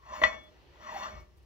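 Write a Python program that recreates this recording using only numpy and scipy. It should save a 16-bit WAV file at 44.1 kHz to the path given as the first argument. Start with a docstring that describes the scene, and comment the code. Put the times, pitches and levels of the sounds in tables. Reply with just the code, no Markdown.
"""A workshop rumbles throughout under a steady hiss while a large steel nut is spun twice by hand on a threaded
shaft, heard close. In each push rough threads scrape as dense grains of noise, which ring the steel modes; the
moving bore resonance colours them. Late in each push one mode sings as a wavering sine. At the end of the first
push the nut knocks on the flanks: filtered impulses ring the modes, with a noise crack and a low thud. One
faint knock falls in the second push, and a few dry noise ticks lie around it. The hand grips the nut after each
push and stills the long ringing; a short room answers the nut."""
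import sys
import numpy as np
from scipy import signal
from scipy.fft import rfft, irfft, next_fast_len
from scipy.io import wavfile
from scipy.ndimage import uniform_filter1d, map_coordinates

SR = 44100
rng = np.random.default_rng(int(sys.argv[2]) if len(sys.argv) > 2 else 0)


def persist_wave(psi):
    """Save psi, clipped to +-1, as 16-bit WAV."""
    counts = np.round(np.clip(psi, -1, 1) * 32767).astype(np.int16)
    wavfile.write(sys.argv[1], SR, np.atleast_2d(counts).T)


N = 63945


def amp(db):
    """Turn decibels into a linear gain."""
    return 10 ** (np.asarray(db) / 20)


def unit(x):
    """Scale to an RMS of 1."""
    return x / np.sqrt(np.mean(x ** 2) + 1e-20)


def along(points, hz):
    """Read a curve of (Hz, value) points on a log frequency axis."""
    f, v = np.transpose(points)
    return np.interp(np.log(hz + 1), np.log(f + 1), v)


def curves(rows):
    """Draw one value per sample for each column after the time in seconds."""
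    s, *cols = np.transpose(rows)
    return [np.interp(np.arange(N) / SR, s, c) for c in cols]


def wobble(rate):
    """A smooth random curve with `rate` knots a second."""
    knots = rng.standard_normal(int(N * rate / SR) + 4)
    return map_coordinates(knots, [np.arange(N) * rate / SR])


def filtered(x, response):
    """Multiply the spectrum of x by a complex response of frequency."""
    m = next_fast_len(N + SR)
    return irfft(rfft(x, m) * response(np.fft.rfftfreq(m, 1 / SR)), m)[..., :N]


def threads():
    """Rough threads scrape: grit drives the modes, the bore and a broad scrape, with a treble fizz of noise on top."""
    # The two pushes. Each row: time in seconds, level in dB, share of the bore in dB,
    # level of the treble in dB, share of the long-ringing modes in dB.
    pushes = [(0, -77, 12, -29, -9), (.06, -59.5, 3, -8.5, -5), (.12, -49, 4.5, -4, 0),
              (.16, -45.5, 10.5, 2.5, -18), (.205, -50, 3.5, 10, 9.5), (.225, -34.5, -23, -0.5, -0.5),
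              (.27, -42, 1.5, -9, -4.5), (.34, -48, 0, -10, -2.5), (.43, -67.5, -20, -4, -22),
              (.68, -73.5, -20.5, -4, -13), (.78, -61, -22, -12, -0.5), (.84, -51.5, -2, -1, -2),
              (.9, -45, 6.5, -3, -9.5), (.94, -48, 4.5, 8.5, 2.5), (.97, -44.5, 3.5, 9, -8),
              (1.0, -44, 4, 7.5, -1.5), (1.05, -42, 2, -4, -8.5), (1.11, -51, -13, 1, 3),
              (1.18, -58, 3.5, -13, -3), (1.26, -74.5, -6.5, -10.5, 4), (1.45, -81, -6, -9, 11.5)]
    # Resonance of the bore, half covered by the hand. Each row: time in seconds, centre in Hz.
    bore_path = [(0, 1080), (.11, 1060), (.15, 980), (.19, 1081), (.4, 1150), (.78, 998), (.84, 1222),
                 (.91, 962), (.965, 777), (1.0, 990), (1.055, 1168), (1.45, 1194)]
    # Colour of the scrape between the modes. Each row: frequency in Hz, relative level in dB per Hz.
    scrape_colour = [(88, -48), (150, -28), (518, -24), (622, -8), (710, -12), (1040, -2.5), (1540, -13.5),
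                     (5790, -32.5), (7800, -45), (10100, -81.5), (17200, -120)]
    # Colour of the treble fizz. Each row: frequency in Hz, relative level in dB per Hz.
    fizz_colour = [(4590, -33), (7800, -11.5), (10100, -6.5), (13400, -7.5), (14600, 3), (15700, -1.5)]
    ring_db, scrape_db, fizz_db, bore_mix_db = -37, -2, -31, -3
    flutter_db, patchy_db, bore_width_hz = 1.2, 2.2, 130

    level_db, bore_db, treble_db, long_db = curves(pushes)
    push = amp(level_db + flutter_db * wobble(40))

    short_ring = filtered(push * grit(patchy_db), lambda f: modes(f, column=2, long=False))
    long_force = push * amp(long_db) * grit(patchy_db=1.0)
    long_ring = free() * filtered(long_force, lambda f: modes(f, column=2, long=True))
    ring = short_ring + long_ring

    scrape = filtered(grit(patchy_db), lambda f: amp(along(scrape_colour, f)) * (f < 8000))
    scrape = push * unit(scrape)

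    fizz = filtered(rng.standard_normal(N), lambda f: amp(along(fizz_colour, f)) * (f > 7800))
    fizz = amp(level_db + treble_db) * unit(fizz)

    # The bore is a resonance peak that glides over short-time spectra of fresh grit.
    f, t, z = signal.stft(grit(patchy_db=2.5), SR, nperseg=1024, noverlap=896)
    centre = np.interp(t, *np.transpose(bore_path))
    peak = 1 / (1 + (2 * (f[:, None] - centre) / bore_width_hz) ** 2)
    hollow = signal.istft(z * peak, SR, nperseg=1024, noverlap=896)[1][:N]
    hollow = amp(bore_mix_db + bore_db) * push * unit(hollow)
    return amp(ring_db) * ring + amp(scrape_db) * scrape + amp(fizz_db) * fizz + hollow


def grit(patchy_db):
    """Dense tiny collisions of rough steel, stronger now in one band, now in another."""
    grains_per_s, grain_spread_db = 6000, 3
    hit = rng.random(N) < grains_per_s / SR
    strength = amp(grain_spread_db * rng.standard_normal(N)) * rng.standard_normal(N)
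    z = signal.stft(hit * strength, nperseg=512)[2]
    field = uniform_filter1d(rng.standard_normal(z.shape), size=4, axis=0)  # smooth over frequency
    field = uniform_filter1d(field, size=4, axis=1)  # smooth over time
    return unit(signal.istft(z * amp(patchy_db * unit(field)), nperseg=512)[1][:N])


def modes(f, column, long, low_db=0):
    """Sum the response of the long-ringing steel modes or of the others; column 2 is rubbed, 3 knocked."""
    # Modes of nut and shaft. Each row: frequency in Hz, t60 in seconds,
    # relative level when rubbed in dB (before the decay scaling below), relative level when knocked in dB.
    steel = [(207.1, 0.17, -13.5, -45.5), (613.5, 0.095, -3.5, -7.5), (651, 0.0874, -13, -9.5),
             (1060, 0.022, -17.5, -1), (1200, 0.064, -9.5, -8), (1346, 0.14, -14.5, -21.5),
             (1667, 0.021, -21, -27), (1782.5, 0.092, -9.5, -13.5), (1959, 0.092, -11, 3),
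             (2218, 0.38, -16.5, -23.5), (2523, .14, -27.5, -20.5), (2749, .15, -17, -19),
             (3000, .03, -23, -11.5), (3280, 0.037, -28, -24), (3417, 1.1, -23.5, -32.5),
             (3507, 0.043, -17.5, -4), (4220, .02, -38.5, -13.5), (4380, 0.068, -19.5, -12.5),
             (5200, .06, -29.5, -32), (5620, 0.16, -23, -49), (5887, 0.036, -20, -13),
             (6926, .14, -24.5, -20), (7135, 0.14, -29.5, -43.5), (15100, .08, -36, -63)]
    # Which modes ring on once the hand lets go. Each row: frequency in Hz, 1 for long-ringing or 0 for not.
    rings_on = [(200, 1), (700, 1), (900, 0), (1955, 0), (2222, 1), (2510, 0), (2730, 0), (3415, 1),
                (3540, 0)]
    low_hz = 700
    total = 0
    for k, mode in enumerate(steel):
        hz, t60 = mode[:2]
        if (along(rings_on, hz) > .5) != long:
            continue
        gain = (-1) ** k * amp(mode[column] + low_db * (hz < low_hz))  # neighbours alternate in sign
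        if column == 2:
            gain = gain / np.sqrt(t60)  # under steady rubbing, evens out slow and fast decays
        total = total + gain * ringing(f, hz, t60)
    return total


def ringing(f, hz, t60):
    """A damped resonance whose answer to a unit blow starts at amplitude 1."""
    width_hz = np.log(1000) / (np.pi * t60)
    return SR / np.pi * 1j * f / (hz * hz - f * f + 1j * f * width_hz)


def free():
    """Gain of the long ringing: the closing hand stills it, and 0.25 s after each grip starts it is free again."""
    # Moments in seconds when the hand closes on the nut.
    grips = [.48, 1.225]
    grip_s = 0.024  # time to close
    t = np.arange(N) / SR
    return 1 - sum(np.clip((t - s) / grip_s, 0, 1) * (t < s + .25) for s in grips)


def singing():
    """Late in each push the nut sings on one mode, a clear, slightly wavering sine, until it is gripped."""
    # Each row: start in seconds, level in dB, fall in dB per second.
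    songs = [(0.156, -50.5, 60), (.965, -55.5, 55)]
    sing_hz, rise_s = 2222, .02
    t = np.arange(N) / SR
    swell = np.zeros(N)
    for s, db, fall in songs:
        since = np.abs(t - s)
        sounding = (t > s) * (t < s + .4)
        swell += sounding * (1 - np.exp(-since / rise_s)) * amp(db - fall * since)
    tone = np.sin(2 * np.pi * sing_hz * t + .4 * wobble(20))
    return free() * swell * amp(2.5 * wobble(25)) * tone


def knocks():
    """Each blow, the softer the duller, rings the modes, cracks and, a moment later, thuds the stand."""
    # Knocks of the flanks. Each row: time in seconds, strength in dB, softness as a corner in Hz,
    # extra on the long-ringing modes below 700 Hz in dB, crack relative to the strength in dB.
    blows = [(.217, -11.5, 487, -3.5, -3.5), (.2215, -30, 489, 9, -10.5), (0.2359, -26.5, 6000, -14.5, 7.5),
             (0.2371, -13.5, 2374, -19.5, -13.5), (.2465, -29.5, 703, 8, -3.5), (0.891, -34, 810, -29, 1)]
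    crack_rise_s, crack_t60_s = .001, 0.075
    thud_db, thud_hz, thud_t60_s, thud_late_s = -26, 65.7, 1.7 / 22, .012
    top_hz = 7040  # corner of the steep treble cut on all blows

    def thud(f):
        """A late low resonance, darkened above its own pitch."""
        late = np.exp(-2j * np.pi * f * thud_late_s)
        return amp(thud_db) * ringing(f, thud_hz, thud_t60_s) * late / (1 + 1j * f / thud_hz)

    impulse = np.eye(1, N)[0]
    out = np.zeros(N)
    for s, db, corner_hz, low_db, crack_db in blows:
        soft = lambda f: amp(db) / (1 + 1j * f / corner_hz) ** 2
        blow = filtered(impulse, lambda f: soft(f) * np.exp(-2j * np.pi * f * s))
        out += filtered(blow, lambda f: modes(f, column=3, long=False) + thud(f))
        out += free() * filtered(blow, lambda f: modes(f, column=3, long=True, low_db=low_db))
        crack = amp(crack_db) * burst(s, crack_rise_s, crack_t60_s)
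        band = lambda f: 1 / (1 + 1j * f / 4500) ** 2 * 1j * f / (300 + 1j * f)
        out += filtered(crack, lambda f: soft(f) * band(f))
    return signal.sosfilt(signal.butter(6, top_hz, fs=SR, output="sos"), out)


def burst(s, rise_s, t60):
    """Noise that rises quickly at s and dies away."""
    u = np.clip(np.arange(N) / SR - s, 0, 1)
    return (1 - np.exp(-u / rise_s)) * amp(-60 * u / t60) * rng.standard_normal(N)


def ticks():
    """Faint dry ticks: short bright puffs of noise."""
    # Each row: time in seconds, level in dB before the bass is cut.
    puffs = [(.43, -67.5), (1.2, -66.5), (1.368, -63.5), (1.422, -69)]
    rise_s, t60_s = .008, .08
    noise = sum(amp(db) * burst(s, rise_s, t60_s) for s, db in puffs)
    return filtered(noise, lambda f: f > 2500)


def room(x):
    """A stereo noise tail in which each frequency dies at its own speed."""
    # Decay of the room. 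Each row: frequency in Hz, t60 in seconds.
    decay = [(200, 0.83), (1000, 0.29), (3000, 0.17), (8000, 0.17)]
    hz, t, z = signal.stft(rng.standard_normal((2, SR // 2)), SR, nperseg=256)
    tail = signal.istft(z * amp(-60 * t / along(decay, hz)[:, None]), SR, nperseg=256)[1]
    tail = tail / np.linalg.norm(tail[0])
    late = np.pad(x, (200, 0))  # the answer starts 200 samples later
    return signal.fftconvolve(late[None], tail, axes=1)[:, :N]


def shop():
    """Rumble of the workshop under a steady hiss: coloured stereo noise, lumpy in the bass."""
    # Colour of the background. Each row: frequency in Hz, relative level in dB per Hz.
    shop_colour = [(13, -47.5), (22, -24.5), (59, 4.5), (97, -5.5), (168, -13), (198, -27.5), (353, -8.5),
                   (647, -22.5), (784, -20.5), (1400, -28), (3100, -24.5), (3560, -29.5), (4310, -28),
                   (8340, -49.5), (15700, -48)]
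    # Its course. Each row: time in seconds, level in dB, extra on the middle band in dB.
    course = [(0, -57.5, -6), (.4, -57.5, -4), (.7, -58, 1), (1.2, -56.5, -3.5), (1.3, -59, -7.5),
              (1.45, -59.5, -4.5)]
    # Stereo width. Each row: frequency in Hz, left-right likeness (1 is mono).
    likeness = [(60, 0.96), (130, 0.26), (290, 0.27), (640, 1), (1410, 0.08), (3100, 0.21), (6820, 0.14),
                (15000, 0.815)]
    lumps_db = 2.5
    level_db, middle_db = curves(course)

    def mid_side(f):
        """Split the colour into mid and side so that left and right are as alike as the table says."""
        turn = np.arccos(np.clip(along(likeness, f), -1, 1)) / 2
        return amp(along(shop_colour, f)) * (f > 18) * np.array([np.cos(turn), np.sin(turn)])

    mid, side = filtered(rng.standard_normal((2, N)), mid_side)
    pair = unit(np.array([mid + side, mid - side]))
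    bass = filtered(pair, lambda f: 1 / (1 + (f / 150) ** 4))
    hiss = filtered(pair, lambda f: f > 5000)
    middle = pair - bass - hiss
    lumpy_bass = bass * amp(lumps_db * wobble(10.19))
    return amp(level_db) * (lumpy_bass + middle * amp(middle_db) + hiss)


def scene():
    """Place the nut between left and right by level and phase, then add its room and the workshop."""
    # Level balance of the nut. Each row: frequency in Hz, left over right in dB.
    lean = [(60, -2), (110, 2.5), (200, -1.5), (380, 0), (700, -4), (1290, 5), (2380, 8), (4400, 3.5),
            (8120, 1), (15000, 5)]
    # Phase balance of the nut. Each row: frequency in Hz, lead of the left in radians.
    lead = [(60, 0.52), (300, -.5), (700, -1), (1300, -2.2), (2200, -1.04), (4500, -2), (7000, -1.26),
            (9000, 0.8), (15000, -0.45)]
    room_db = -9.5
    nut = threads() + singing() + knocks() + ticks()
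    half = np.array([[.5], [-.5]])  # left takes half of each difference, right the opposite half
    direct = filtered(nut, lambda f: amp(half * along(lean, f)) * np.exp(1j * half * along(lead, f)))
    answer = amp(room_db) * room(filtered(nut, lambda f: f > 150))
    return direct + answer + shop()


def record(dry):
    """Keep nothing above the band limit of 15780 Hz."""
    return filtered(dry, lambda hz: hz < 15780)


dry = scene()
out = record(dry)
persist_wave(out)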